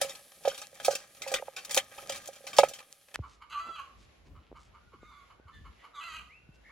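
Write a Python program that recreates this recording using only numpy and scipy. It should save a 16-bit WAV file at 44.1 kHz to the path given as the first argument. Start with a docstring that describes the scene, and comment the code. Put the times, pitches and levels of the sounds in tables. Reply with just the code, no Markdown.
"""Raw meat and onions thud and slap in an enamel pot close to the microphone in a yard, and ring its hollow.
The scene then changes abruptly to a quiet outdoor table: some way off a hen clucks and breaks into squawks,
a wild bird whistles, and soft bumps, scuffs, rustles and a little wind reach the microphone.
Blows and sprays of clicks excite the pot's resonances; pulses and air pass through the hen's throat;
the whistles are gliding tones, and the air, hiss and wind are coloured noise."""
import sys
import numpy as np
from scipy import signal
from scipy.fft import rfft, irfft, next_fast_len
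from scipy.io import wavfile
from scipy.ndimage import uniform_filter1d

SR = 44100
rng = np.random.default_rng(int(sys.argv[2]) if len(sys.argv) > 2 else 0)


def wrap_up_sound(samples):
    """Save the sound to the file named by the first command line argument, as 16-bit audio."""
    columns = np.atleast_2d(samples).T
    # keep every value between -1 and 1, then stretch to whole-number steps
    tamed = np.clip(columns, -1, 1)
    steps = np.round(tamed * 32767).astype(np.int16)
    wavfile.write(sys.argv[1], SR, steps)


N = 295911
T = np.arange(N) / SR
HIT_T = T[:8192]  # time axis of one short sound
PORTS = np.array([[1], [-1]]) / 2  # left and right, half of any difference each


def amp(db):
    """Decibels to gain."""
    return 10 ** (np.asarray(db) / 20)


def unit(x):
    """Scale to rms 1."""
    return x / np.sqrt(np.mean(x ** 2))


def peak_unit(x, size=176):
    """Scale so that the loudest stretch of size samples has rms 1."""
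    return x / np.sqrt(uniform_filter1d(np.atleast_2d(x) ** 2, size).mean(axis=0).max())


def add(out, s, x):
    """Mix x into out from time s on."""
    i = max(int(s * SR), 0)
    out[..., i:i + x.shape[-1]] += x[..., :max(N - i, 0)]


def at(points, f):
    """Read (Hz, value) points on a log-frequency axis."""
    hz, value = np.transpose(points)
    return np.interp(np.log(f + 1), np.log(hz), value)


def shape(x, response):
    """Filter by a gain given as a function of frequency."""
    n = next_fast_len(x.shape[-1] + 2048)
    return irfft(rfft(x, n) * response(np.fft.rfftfreq(n, 1 / SR)), n)[..., :x.shape[-1]]


def colour(x, points):
    """Filter by (Hz, dB) points."""
    return shape(x, lambda f: amp(at(points, f)))


def resonance(f, hz, width):
    """Response of one resonance, 1 at its centre."""
    return 1j * f * width / (hz ** 2 - f ** 2 + 1j * f * width)


def moving_band(x, hz, width, order=2):
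    """A resonance whose centre may move: shift it down to 0 Hz, low-pass, shift back."""
    turn = np.exp(2j * np.pi * np.cumsum(hz * np.ones(len(x))) / SR)
    return 2 * np.real(turn * butter(x / turn, width / 2, "low", order=order))


def butter(x, hz, kind, order=2):
    """Causal low- or high-pass."""
    return signal.sosfilt(signal.butter(order, min(hz, SR / 2 - 1), kind, fs=SR, output="sos"), x)


def walk(rate, n=N):
    """Random wandering of spread near 1, with a new target rate times a second."""
    return np.interp(T[:n] * rate, np.arange(n), rng.standard_normal(n))


def bell(t, width):
    """A smooth swell, 1 at t = 0."""
    return np.exp(-(t / width) ** 2 / 2)


def widen(mid, side, side_db):
    """Left and right from a common and an opposed part."""
    return mid + amp(side_db) * side * np.array([[1], [-1]])


def crackle(n, rate, spread_db):
    """Random clicks of very unequal size, such as bursting films and bubbles of juice, or grit."""
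    size = amp(spread_db * np.minimum(rng.exponential(size=n), 4))
    return (rng.random(n) < rate / SR) * size * rng.standard_normal(n)


# The close pot as the two microphone ports hear it.
# Each row: frequency in Hz, left minus right in dB.
PORT_BALANCE = [(60, -5), (110, 4.5), (200, -2), (380, -4.5), (700, -6), (1290, 0.5), (2380, 0.5),
                (4400, 2), (8120, -0.5), (15000, 0.5)]


def pot(lag_s=.000034):
    """All the sounds of the tossing; they reach the left port a moment before the right."""
    near = thuds() + slaps() + clicks() + slide()
    return shape(near, lambda f: amp(PORTS * at(PORT_BALANCE, f)) * np.exp(2j * np.pi * PORTS * f * lag_s))


# Heavy pieces landing in the pot.
# Each row: start in seconds, level in dB, hardness (top of the ring) in Hz, damping as a factor on mode widths.
THUDS = [(.014, -28, 856, 0.53), (.045, -37, 730, 0.28), (.45, -26, 886, 0.36), (.475, -18, 720, 0.84),
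         (.53, -46.5, 650, 0.55), (.728, -51.5, 640, 0.32), (.882, -15, 744, 1), (.905, -33.5, 800, 0.76),
         (.932, -36.5, 630, 1.1), (1.263, -37.5, 1090, 0.11), (1.316, -31, 790, 0.39),
         (1.325, -38, 630, 0.64), (1.396, -40.5, 680, 1.2), (1.423, -34.5, 970, 1.5),
         (1.481, -35.5, 1030, 1.2), (1.769, -23, 946, 0.91), (1.981, -44.5, 1110, 0.23),
         (2.096, -34, 950, 0.37), (2.287, -38, 750, 0.75), (2.405, -53, 644, 0.29),
         (2.44, -46.5, 636, 0.18), (2.586, -8, 956, 0.66), (2.594, -18, 910, 1.06),
         (2.633, -13.5, 915, 1.6), (2.711, -44.5, 714, 0.81)]
FLESH_RATIO = .8  # the note of the flesh itself, as a share of a blow's hardness


def thuds(flesh_s=0.00092, flesh_db=-1, low_hz=430, shove_hz=150, shove_db=-36):
    """Soft heavy pieces push the air in the pot; the meat that covers the bottom damps the ring."""
    out = np.zeros(N)
    # the whole pot jolts
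    shove = np.exp(-HIT_T / 0.022) * np.sin(2 * np.pi * shove_hz * HIT_T)
    for (s, db, hard_hz, damping), size in zip(THUDS, rng.standard_normal(len(THUDS))):
        flesh_hz = FLESH_RATIO * hard_hz * (1 + .04 * size)
        flesh = HIT_T ** 2 * np.exp(-HIT_T / flesh_s) * np.sin(2 * np.pi * flesh_hz * HIT_T)
        ring = butter(pot_modes(damping, LOAD_SHIFT * size / 2, count=7), hard_hz, "low")
        blow = butter(peak_unit(ring) + amp(flesh_db) * peak_unit(flesh), low_hz, "high", order=5)
        add(out, s, amp(db) * (peak_unit(blow) + amp(shove_db) * shove))
    return out


# Wet slaps and smacks in the pot.
# Each row: start in seconds, level in dB, brightest frequency in Hz, decay time in seconds.
SLAPS = [(.013, -24, 5350, 0.02), (.094, -38.5, 4030, 0.027), (0.151, -45.5, 4220, 0.0093),
         (0.453, -38, 2880, 0.06), (0.48, -33, 4000, 0.015), (0.545, -43.5, 3300, 0.018),
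         (0.577, -40.5, 4440, 0.021), (0.616, -39, 3460, 0.016), (.799, -39, 2410, 0.017),
         (.847, -26.5, 5700, 0.019), (.907, -34, 4230, 0.04), (0.952, -29, 5030, 0.0048),
         (1.219, -34, 4030, 0.016), (1.275, -37, 4260, 0.016), (1.316, -37, 6840, 0.015),
         (1.339, -22.5, 3130, 0.016), (1.564, -36, 3170, 0.031), (1.648, -39, 6100, 0.0093),
         (1.694, -41, 3870, 0.023), (1.709, -31.5, 6500, 0.023), (1.746, -26.5, 8200, 0.0038),
         (1.764, -27, 7200, 0.0041), (1.773, -17.5, 3430, 0.01), (1.981, -43.5, 2820, 0.0052),
         (2.094, -31, 5360, 0.0092), (2.121, -36, 3880, 0.03), (2.275, -39.5, 8630, 0.005),
         (2.467, -38, 3670, 0.023), (2.531, -38.5, 2480, 0.029), (2.566, -33, 5600, 0.035),
         (2.585, -17, 3140, 0.0099), (2.631, -30.5, 2013, 0.014), (2.685, -39.5, 6500, 0.015),
         (2.734, -40.5, 5100, 0.02), (2.787, -46, 2980, 0.0076), (2.801, -46.5, 2400, 0.0076),
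         (3.142, -38.5, 3220, 0.0079)]


def slaps(contact_db=4, contact_s=.002):
    """Wet surfaces meet with a smack and a quickly fading spray of clicks, among them small popping notes."""
    out = np.zeros((2, N))
    for s, db, hz, decay in SLAPS:
        fading = np.exp(-HIT_T / decay) + amp(contact_db) * np.exp(-HIT_T / contact_s)
        spray = crackle(len(HIT_T), rate=7700, spread_db=2.0) * fading
        spray = peak_unit(shape(spray, lambda f: resonance(f, hz, 1.2 * hz)))
        # small pockets of air and juice pop, each with its own short rising note
        for delay, pitch, size in rng.random((7, 3)):
            age = np.maximum(HIT_T - 3 * decay * delay, 0)
            cycles = hz * (.4 + pitch) * age * (1 + 10 * np.minimum(age, .02))
            pop = np.exp(-2 * delay - cycles / 14) * np.sin(2 * np.pi * cycles)
            spray = spray + .9 * size * pop
        add(out, s, amp(db) * peak_unit(in_pot(spray)))
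    return out


# Dry clicks among the pot sounds, some with a slap, the last at the scene cut.
# Each row: start in seconds, level in dB, brightest frequency in Hz.
CLICKS = [(.670, -44, 6000), (1.746, -21.5, 7050), (2.074, -45, 6000), (2.5847, -18, 3170),
          (2.927, -42, 6550), (3.158, -28, 1480)]


def clicks():
    """Each dry click is one impulse through a broad resonance."""
    out = np.zeros((2, N))
    for s, db, hz in CLICKS:
        click = shape(1. * (HIT_T == 0), lambda f: resonance(f, hz, 0.69 * hz))
        add(out, s, amp(db) * peak_unit(click))
    return out


def slide(rub_db=-9, heave_db=-16, juice_db=-8, juice_hz=1900, smack_db=-1, smack_s=0.012,
          patchy_db=3.0, rub_patchy_db=6, rub_damping=2.8, piece_hz=3500, count=5):
    """Pieces squelch in their own colours and murmur in the pot's first modes; the load heaves with a rumble."""
    wet = rub = 0
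    for place in np.linspace(-1, 1, count):
        squelch = crackle(N, rate=900, spread_db=3.4) * amp(patchy_db * walk(35))
        # small smacks at random moments
        contacts = 1. * (rng.random(N) < 9 / SR)
        contacts = signal.lfilter([1], [1, -np.exp(-1 / (smack_s * SR))], contacts)
        squelch = squelch * (1 + amp(smack_db) * unit(contacts))
        hz = piece_hz * 2 ** place
        wet = wet + unit(in_pot(shape(squelch, lambda f: resonance(f, hz, 1.6 * hz))))
        drag = crackle(N, rate=60, spread_db=2) * amp(rub_patchy_db * walk(14))
        murmur = pot_modes(rub_damping, LOAD_SHIFT * place, count=2)
        rub = rub + unit(signal.fftconvolve(drag, murmur)[:N])
    heave = colour(rng.standard_normal(N), [(25, -18.0), (60, -7), (170, -3), (300, -7.5), (900, -52.5)])
    juice = crackle(N, rate=1200, spread_db=3.2) * amp(5 * walk(45))
    juice = in_pot(shape(juice, lambda f: resonance(f, juice_hz, juice_hz) ** 2))
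    load = unit(wet) + amp(juice_db) * unit(juice) + amp(rub_db) * unit(rub) + amp(heave_db) * unit(heave)
    return load * sliding()


# Tosses, at the moment the load comes down.
# Each row: landing in seconds, level of the sliding meat in dB.
TOSSES = [(.04, -47.5), (0.492, -52.5), (0.891, -48.5), (1.319, -47.5), (1.78, -48), (2.151, -44),
          (2.63, -44.5)]
GATHER_S, SETTLE_S = 0.099, 0.099  # the sliding swells before a landing and dies away after it
SHIFT_DB, HELD_DB, HELD_S = -64.5, -65.5, 2.8  # the meat shifts between tosses, less once the pot is held still


def sliding():
    """How strongly the meat slides: it gathers before each landing, settles after it and rests at the end."""
    swells = sum(amp(db) * np.exp(-np.maximum((s - T) / GATHER_S, (T - s) / SETTLE_S)) for s, db in TOSSES)
    return np.where(T < HELD_S, np.hypot(swells, amp(SHIFT_DB)), amp(HELD_DB))


# Air and wall resonances of the pot.
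# Each row: centre in Hz, width in Hz before damping, level in dB before weighting by width.
POT_RESONANCES = [(549, 45, 0), (807, 42, -9), (1240, 38, -12), (1650, 56, -16), (2060, 38, -21),
                  (2330, 100, -16), (2610, 110, -17), (3170, 130, -16), (3700, 59, -15), (4120, 170, -23),
                  (4620, 37, -20), (5300, 45, -21), (6000, 230, -22), (6470, 40, -22), (7150, 170, -25)]
AIR_MODES, LOAD_SHIFT = 4, .03  # the lowest modes are the pot's air: their shift scales with this share


def pot_modes(damping, shift=0, count=30):
    """The pot's ring after one push: the load shifts its air modes; neighbouring modes start opposed."""
    ring = 0
    for k, (hz, width, db) in enumerate(POT_RESONANCES[:count]):
        decay = np.exp(-np.pi * width * damping * HIT_T)
        mode_hz = hz * (1 + shift * (k < AIR_MODES))
        ring = ring + (-1) ** k * amp(db) * width * decay * np.sin(2 * np.pi * mode_hz * HIT_T)
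    return ring


# Tone of the wet sounds.
# Each row: frequency in Hz, gain in dB.
WET_COLOUR = [(200, 2.5), (500, -3), (1000, 3), (2000, -0.5), (4000, -3.5), (7000, 0), (11000, -2),
              (16000, -7.5)]


def in_pot(x, scatter_db=0, scatter_s=0.007, direct=0.31, side_db=-3):
    """A wet sound inside the pot: heard directly, through the modes and scattered between the walls."""
    scatter = rng.standard_normal((2, len(HIT_T))) * np.exp(-HIT_T / scatter_s)
    modes = pot_modes(0.82, LOAD_SHIFT * rng.standard_normal())
    response = unit(modes) + amp(scatter_db) * unit(widen(*scatter, side_db))
    response = response / np.sqrt(len(HIT_T))
    response[:, 0] += direct
    return colour(signal.fftconvolve(x[None], response, axes=1)[:, :len(x)], WET_COLOUR)


CLUCK_ECHO_DB, SQUAWK_ECHO_DB, YARD_T60_S = -4, -4, .34  # echo levels and the yard's main decay


def hen():
    """Dry little clucks, long squawks and the calls of hens farther off, all carrying round the yard."""
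    calls = squawks() + far_calls()
    return yard(clucks(), CLUCK_ECHO_DB, YARD_T60_S) + yard(calls, SQUAWK_ECHO_DB, YARD_T60_S)


# A squawk opens with a rasp, leaps to a held note and falls back into a rasping tail; one curve for each.
# Each row: time in seconds, level in dB, pitch in Hz, roughness 0-1, upper resonance in Hz and its level in dB,
# beak opening in dB, level of the second tone in dB.
SQUAWKS = [
    [(3.498, -60, 608.6, 0.93, 2800, -6, 10, -80), (3.528, -40, 606.3, 0.9, 2920, -3.5, 4, -59),
     (3.56, -43.5, 579.7, 0.73, 2750, -9, -2, -33), (3.592, -45, 584.3, 0.54, 2670, -7, 2.5, -36),
     (3.607, -42.5, 672.6, 0.12, 2900, -17, -2, -39.5), (3.745, -46.5, 662, 0.07, 3090, -12, -2.5, -56),
     (3.768, -44.5, 626.5, 0.82, 2850, -6.5, -1.5, -58), (3.805, -46, 542, 0.69, 2630, -11, -2.5, -44),
     (3.835, -64, 530, .8, 2600, -12, 0, -70)],
    [(5.932, -68, 624.6, 0.64, 3860, -14, -4, -70), (5.955, -48, 600.7, .7, 3740, -8, 3, -53),
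     (5.99, -52, 570.4, 0.43, 3450, -6, 6, -38), (6.022, -45.5, 642, 0.78, 2744, -4.5, 4, -60),
     (6.08, -46.5, 670.6, 0.38, 2890, -9, 6, -56), (6.168, -44.5, 630.6, 0.68, 2686, -3, 7, -60),
     (6.225, -59, 582.4, 0.92, 2700, -3, -2, -77)],
]
MOUTH_HZ = 1246  # the throat's main resonance in a squawk
SECOND_TOP_HZ = 1168  # the syrinx's other side sings at twice the pitch, but no higher than this


def squawks():
    """The hen's long calls, each along its own curve."""
    out = np.zeros(N)
    for curve in SQUAWKS:
        add(out, curve[0][0], squawk(curve))
    return out


def squawk(curve):
    """One long call: both sides of the syrinx follow the hen's effort."""
    times, *columns = np.transpose(curve)
    t = np.arange(times[0], times[-1], 1 / SR)
    db, hz, rough, upper_hz, upper_db, beak_db, second_db = (np.interp(t, times, c) for c in columns)
    voice = hen_voice(hz, rough, MOUTH_HZ, upper_hz, upper_db, beak_db)
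    second = tone(np.minimum(2 * hz, SECOND_TOP_HZ), waver=0.0051, overtone_db=-36.0)
    return amp(db) * voice + amp(second_db) * second


# The throat's lesser resonances, let out by the open beak.
# Each row: centre in Hz, width in Hz, level in dB.
THROAT = [(2070, 670, -11.5), (4070, 650, -15.5), (4680, 570, -23.5), (6330, 1130, -23),
          (7500, 1270, -23.5), (11050, 2600, -22.5)]
MOUTH_WIDTH_HZ, UPPER_WIDTH_HZ = 380, 685  # the main resonance and the moving upper one
HALF_PITCH = 0.78  # share of the half pitch per unit of roughness
SQUAWK_LOW_HZ = 890  # the throat passes little below this


def hen_voice(hz, rough, mouth_hz, upper_hz, upper_db, beak_db, jitter=0.05, count=40):
    """Uneven syrinx pulses, alternately strong and weak, pass the throat with rasping air; levelled near rms 1."""
    n, half = len(hz), np.minimum(HALF_PITCH * rough, 1)
    # a hoarse voice also wanders more in pitch
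    quaver = (.004 + .04 * rough) * walk(40, n)
    phase = 2 * np.pi * np.cumsum(hz * (1 + quaver + jitter * rough * walk(350, n))) / SR
    # the membranes never close twice alike, so each overtone swells and fades on its own
    pulses = sum(np.cos(k * phase / 2) * (half if k % 2 else 1) * amp(3.5 * walk(40, n))
                 for k in range(2, count))
    rasp = rng.standard_normal(n) * (1 + np.cos(phase)) * amp(4 * walk(160, n))
    source = butter(unit(pulses), 5500, "low")
    source = source + (.16 + .45 * rough) * butter(rasp, 7000, "low", order=1)
    mouth = moving_band(source, mouth_hz, MOUTH_WIDTH_HZ)
    upper = moving_band(source, upper_hz, UPPER_WIDTH_HZ, order=3)
    voice = butter(mouth + amp(upper_db) * upper, SQUAWK_LOW_HZ, "high", order=3)
    voice = voice + amp(beak_db) * through_throat(source, THROAT, 0, SQUAWK_LOW_HZ)
    flutter = amp(3.5 * rough * walk(110, n))
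    return flutter * voice / np.sqrt(uniform_filter1d(voice ** 2, size=500) + 1e-12)


def through_throat(source, throat, open_db, low_hz):
    """The throat's resonances shape the voice; an open beak lets the upper ones out."""
    voice = shape(source, lambda f: sum(amp(db) * abs(resonance(f, centre, width)) ** 4
                                        for centre, width, db in throat))
    voice = butter(voice, low_hz, "high", order=4)
    return voice + (amp(open_db) - 1) * shape(voice, lambda f: 1 - 1 / (1 + (f / 1650) ** 12))


# Short clucks some way from the microphone.
# Each row: centre in seconds, level in dB before cluck_db, highest mean pitch in Hz,
# beak opening in dB before cluck_open_db and the swing.
CLUCKS = [(3.245, -51, 351.4, -11), (3.424, -53, 342.5, -2), (4.365, -63.5, 291, -4.5),
          (4.565, -57, 281, -3), (4.754, -59.5, 271.4, -6), (4.937, -58.5, 262.4, -6),
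          (5.12, -61, 250.7, -18), (5.311, -60, 260, -2.5), (5.488, -58, 280, -3.5),
          (5.664, -56.5, 292.4, -2.5), (5.848, -55, 338.4, -1.5), (6.712, -57.5, 342, -16)]
# The throat in a cluck. Each row: centre in Hz, width in Hz, level in dB.
CLUCK_THROAT = [(1130, 630, 6.5), (2200, 430, -1.5), (2980, 550, -5), (4300, 1700, -17),
                (7000, 1520, -25.5), (10840, 2300, -27.5)]
CLUCK_LOW_HZ = 800  # the throat passes little below this
CLUCK_RISE_S, CLUCK_FALL_S, CLUCK_ARCH = 0.011, 0.018, 0.35  # the push of air, and the pitch share following it
CLUCK_PULSE_S, CLUCK_AIR_DB = .0007, -12  # length and level of the puff of air with each pulse


def clucks(cluck_db=3, cluck_open_db=1, beak_swing_db=10):
    """A short push of air rattles the syrinx in ragged puffs; their rate and the beak follow the push."""
    out = np.zeros(N)
    t = T[:4410] - T[2205]
    push = bell(t, np.where(t < 0, CLUCK_RISE_S, CLUCK_FALL_S))
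    for s, db, hz, open_db in CLUCKS:
        rate = hz * (1 + CLUCK_ARCH * (push - 1)) * np.exp(.13 * walk(300, len(t)))
        turns = np.cumsum(rate) / SR
        pulses = np.diff(np.floor(turns), prepend=0) * amp(3 * walk(200, len(t)))
        puffs = np.exp(-(turns % 1) / rate / CLUCK_PULSE_S) * rng.standard_normal(len(t))
        source = unit(pulses) + amp(CLUCK_AIR_DB) * unit(puffs)
        beak_db = cluck_open_db + open_db - beak_swing_db * (1 - push)
        voice = through_throat(source, CLUCK_THROAT, beak_db, CLUCK_LOW_HZ)
        add(out, s + t[0], amp(db + cluck_db) * peak_unit(push * voice, size=880))
    return out


# Hens farther off.
# Each row: start in seconds, length in seconds, level in dB, start pitch in Hz, end pitch in Hz, roughness 0-1,
# main resonance in Hz, upper resonance in Hz, level of the upper one in dB.
FAR_CALLS = [(5.01, .235, -59, 1250, 1085, .35, 1200, 3700, -11),
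             (4.99, 0.27, -65, 722, 705, .35, 1500, 2190, -5),
             (5.515, 0.089, -59, 592, 575, .4, 1820, 3400, -7),
             (5.775, 0.076, -62.5, 570, 560, .7, 2030, 3200, -8)]


def far_calls():
    """The calls of the farther hens."""
    out = np.zeros(N)
    for s, *call in FAR_CALLS:
        add(out, s, far_call(*call))
    return out


def far_call(length, db, start_hz, end_hz, *throat, fade_s=.03):
    """A soft drawn-out call on one slow glide."""
    t = np.arange(0, length, 1 / SR)
    gate = np.minimum(np.minimum(t, t[-1] - t) / fade_s, 1)
    return gate * amp(db) * hen_voice(np.linspace(start_hz, end_hz, len(t)), *throat, beak_db=3)


# A wild bird's rising whistles.
# Each row: start in seconds, length in seconds, level in dB before the fade and tail, start pitch in Hz,
# top pitch in Hz, warble as a share of the pitch.
WHISTLES = [(6.284, .21, -57.5, 1943, 2715, .008), (6.499, 0.093, -71, 2670, 2740, 0.0094),
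            (6.636, 0.097, -57.5, 1950, 2020, 0.12)]
WHISTLE_RISE_S, WHISTLE_FADE_DB_PER_S, WARBLE_HZ = 0.047, 37, 56.5
WHISTLE_ATTACK_S, WHISTLE_HOLD_S, WHISTLE_TAIL_DB = .022, .118, -10  # a long whistle sinks to a softer tail


def wild_bird():
    """Each whistle climbs to its top note and trails off, with a slight or strong warble."""
    out = np.zeros(N)
    for s, length, db, start_hz, top_hz, warble in WHISTLES:
        t = np.arange(0, length, 1 / SR)
        hz = top_hz + (start_hz - top_hz) * np.exp(-(t / WHISTLE_RISE_S) ** 2)
        hz = hz * (1 + warble * np.cos(2 * np.pi * WARBLE_HZ * t))
        gate = np.minimum(np.minimum(t, t[-1] - t) / WHISTLE_ATTACK_S, 1)
        tail_db = WHISTLE_TAIL_DB * (1 + np.tanh((t - WHISTLE_HOLD_S) / WHISTLE_ATTACK_S)) / 2
        level = gate * amp(db + tail_db - WHISTLE_FADE_DB_PER_S * t)
        add(out, s, level * tone(hz, waver=.008, overtone_db=-40))
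    return out


def tone(hz, waver, overtone_db):
    """A nearly pure, slightly unsteady bird tone; rms near 1."""
    phase = 2 * np.pi * np.cumsum(hz * (1 + waver * walk(189.4, len(hz)))) / SR
    return np.sqrt(2) * (np.sin(phase) + amp(overtone_db) * np.sin(2 * phase))


LATE_ECHO_DB, LATE_T60_S = -23, 0.92  # the yard's faint tail, relative to its first echoes


def yard(x, echo_db, t60, side_db=-4):
    """Walls and trees return scattered echoes that die away fast."""
    t = T[:SR]
    echoes = np.array([crackle(SR, rate=1000, spread_db=2) for _ in range(2)])
    decay = amp(-60 * t / t60) + amp(LATE_ECHO_DB - 60 * t / LATE_T60_S)
    echoes = echoes * decay * (t > .008)
    response = unit(widen(*echoes, side_db)) / np.sqrt(SR)
    return x + amp(echo_db) * signal.fftconvolve(x[None], response, axes=1)[:, :N]


# Soft bumps on the microphone, each falling in pitch.
# Each row: start in seconds, peak of the swell in dB, start pitch in Hz, end pitch in Hz, time to the peak in s.
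BUMPS = [(3.191, -32.5, 604, 201, 0.00074), (3.196, -29.5, 142, 51.7, 0.0067),
         (4.367, -47, 108.4, 54.6, 0.013), (4.516, -39, 660, 185, 0.0008),
         (4.527, -38.5, 715, 178, 0.00082), (4.933, -52.5, 620, 152, 0.0077),
         (5.031, -41, 652, 181, 0.00079), (5.398, -46.5, 623, 119.5, 0.00095),
         (5.454, -48, 110, 54.8, 0.0087), (5.610, -54, 219.4, 58.4, 0.0063),
         (6.49, -44, 232.6, 70.5, 0.0032)]


def bumps():
    """Each bump is a short swelling thump that sinks in pitch."""
    out = np.zeros(N)
    for s, db, start_hz, end_hz, length in BUMPS:
        age = HIT_T / length
        hz = end_hz + (start_hz - end_hz) * np.exp(-age / 2)
        add(out, s, amp(db) * age * np.exp(1 - age) * np.sin(2 * np.pi * np.cumsum(hz) / SR))
    return out


# Shoes scuffing the dirt.
# Each row: centre in seconds, level in dB, brightest frequency in Hz, bell width (sigma) in seconds.
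SCUFFS = [(3.318, -64.5, 3340, 0.033), (3.684, -52.5, 396, 0.022), (4.02, -65.5, 3200, 0.028),
          (4.274, -71, 2090, 0.02), (4.335, -67, 196, 0.11), (4.624, -67, 4300, 0.038),
          (6.556, -71, 3400, 0.011)]


def scuffs():
    """Shoes grind many small grains of dirt in a brief swell."""
    out = np.zeros(N)
    t = HIT_T - HIT_T.mean()
    for s, db, hz, width in SCUFFS:
        grains = crackle(len(t), rate=3000, spread_db=1.5)
        grit = shape(grains, lambda f: resonance(f, hz, 2.3 * hz) ** 2)
        grit = butter(grit, 7800, "low", order=3)
        add(out, s + t[0], amp(db) * unit(grit) * bell(t, width))
    return out


def far_yard(rustle_db=-81, rustle_hz=2600, flock_db=-77, flock_hz=1250):
    """Dry litter rustles in patches, and the rest of the flock mutters far away."""
    grains = crackle(N, rate=900, spread_db=2) * amp(6 * walk(9))
    rustle = shape(grains, lambda f: resonance(f, rustle_hz, rustle_hz) ** 3)
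    mutter = moving_band(rng.standard_normal(N), flock_hz * (1 + .15 * walk(7)), 90) * amp(6 * walk(12))
    return yard(amp(rustle_db) * unit(rustle) + amp(flock_db) * unit(mutter), echo_db=-6, t60=YARD_T60_S)


# Puffs of wind on the microphone.
# Each row: centre in seconds, level in dB.
GUSTS = [(3.22, -61), (4.03, -61), (4.35, -52.5), (4.551, -58.5), (4.88, -65), (5.028, -63), (5.62, -57.5),
         (6.22, -60.5), (6.518, -64.5)]
# Tone of the wind. Each row: frequency in Hz, gain in dB.
WIND_COLOUR = [(20, -83), (50, 13.5), (100, 0), (200, -7.5), (500, -22.5), (2000, -53)]
GUST_S, BREEZE_DB = 0.056, -67  # half-width (sigma) of a puff; the breeze between them


def wind():
    """A light breeze with short puffs rumbles on the microphone."""
    strength = amp(BREEZE_DB) + sum(amp(db) * bell(T - s, GUST_S) for s, db in GUSTS)
    return strength * wavering_noise(WIND_COLOUR, 0, side_db=-9.5, flicker_db=3.5)


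# Still air by the pot.
# Each row: frequency in Hz, relative gain in dB.
POT_AIR = [(30, -11.5), (100, -3.5), (320, -12.5), (520, -10), (1000, -22), (3000, -5), (7500, -9.5),
           (11000, -0.5), (16000, -22.5)]


def pot_air():
    """The faint air around the pot: coloured noise, nearly the same at both ports."""
    return wavering_noise(POT_AIR, -65, side_db=-15.5)


# Faint hiss by the table, with two narrow gaps in its treble left by audio coding.
# Each row: frequency in Hz, relative gain in dB.
TABLE_HISS = [(88, -45), (150, -4), (578, -4.5), (1310, -12), (1560, -11.5), (2270, -11), (7320, -24.5),
              (8730, -40.5), (11300, -21), (12900, -60.5), (16000, -55)]


def table_hiss():
    """The faint hiss by the table: coloured noise with two gaps in its treble, wide between the ports."""
    return wavering_noise(TABLE_HISS, -66.5, side_db=0.0, flicker_db=3.0)


def wavering_noise(points, db, side_db, flicker_db=5.0):
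    """Coloured noise whose lows, middle and highs waver each on their own."""
    noise = unit(colour(widen(*rng.standard_normal((2, N)), side_db), points))
    low = shape(noise, lambda f: 1 / (1 + (f / 400) ** 4))
    high = shape(noise, lambda f: 1 - 1 / (1 + (f / 2000) ** 4))
    bands = low, noise - low - high, high
    return sum(band * amp(db + flicker_db * walk(7.0)) for band in bands)


CHANGE_S = 3.162  # the pot gives way to the table
HEN_PAN_DB = -2  # left minus right


def scene():
    """First the pot, then the table with the birds around it."""
    by_pot = pot() + pot_air()
    birds = hen() * amp(PORTS * HEN_PAN_DB)
    birds = birds + yard(wild_bird(), echo_db=-1.5, t60=0.39)
    by_table = birds + far_yard() + bumps() + scuffs() + wind() + table_hiss()
    return np.where(T < CHANGE_S, by_pot, by_table)


def record(dry, top_hz=16200):
    """The recorder cuts the top with a steep low-pass."""
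    return signal.sosfilt(signal.ellip(8, .2, 70, top_hz, fs=SR, output="sos"), dry)


dry = scene()
out = record(dry)
wrap_up_sound(out)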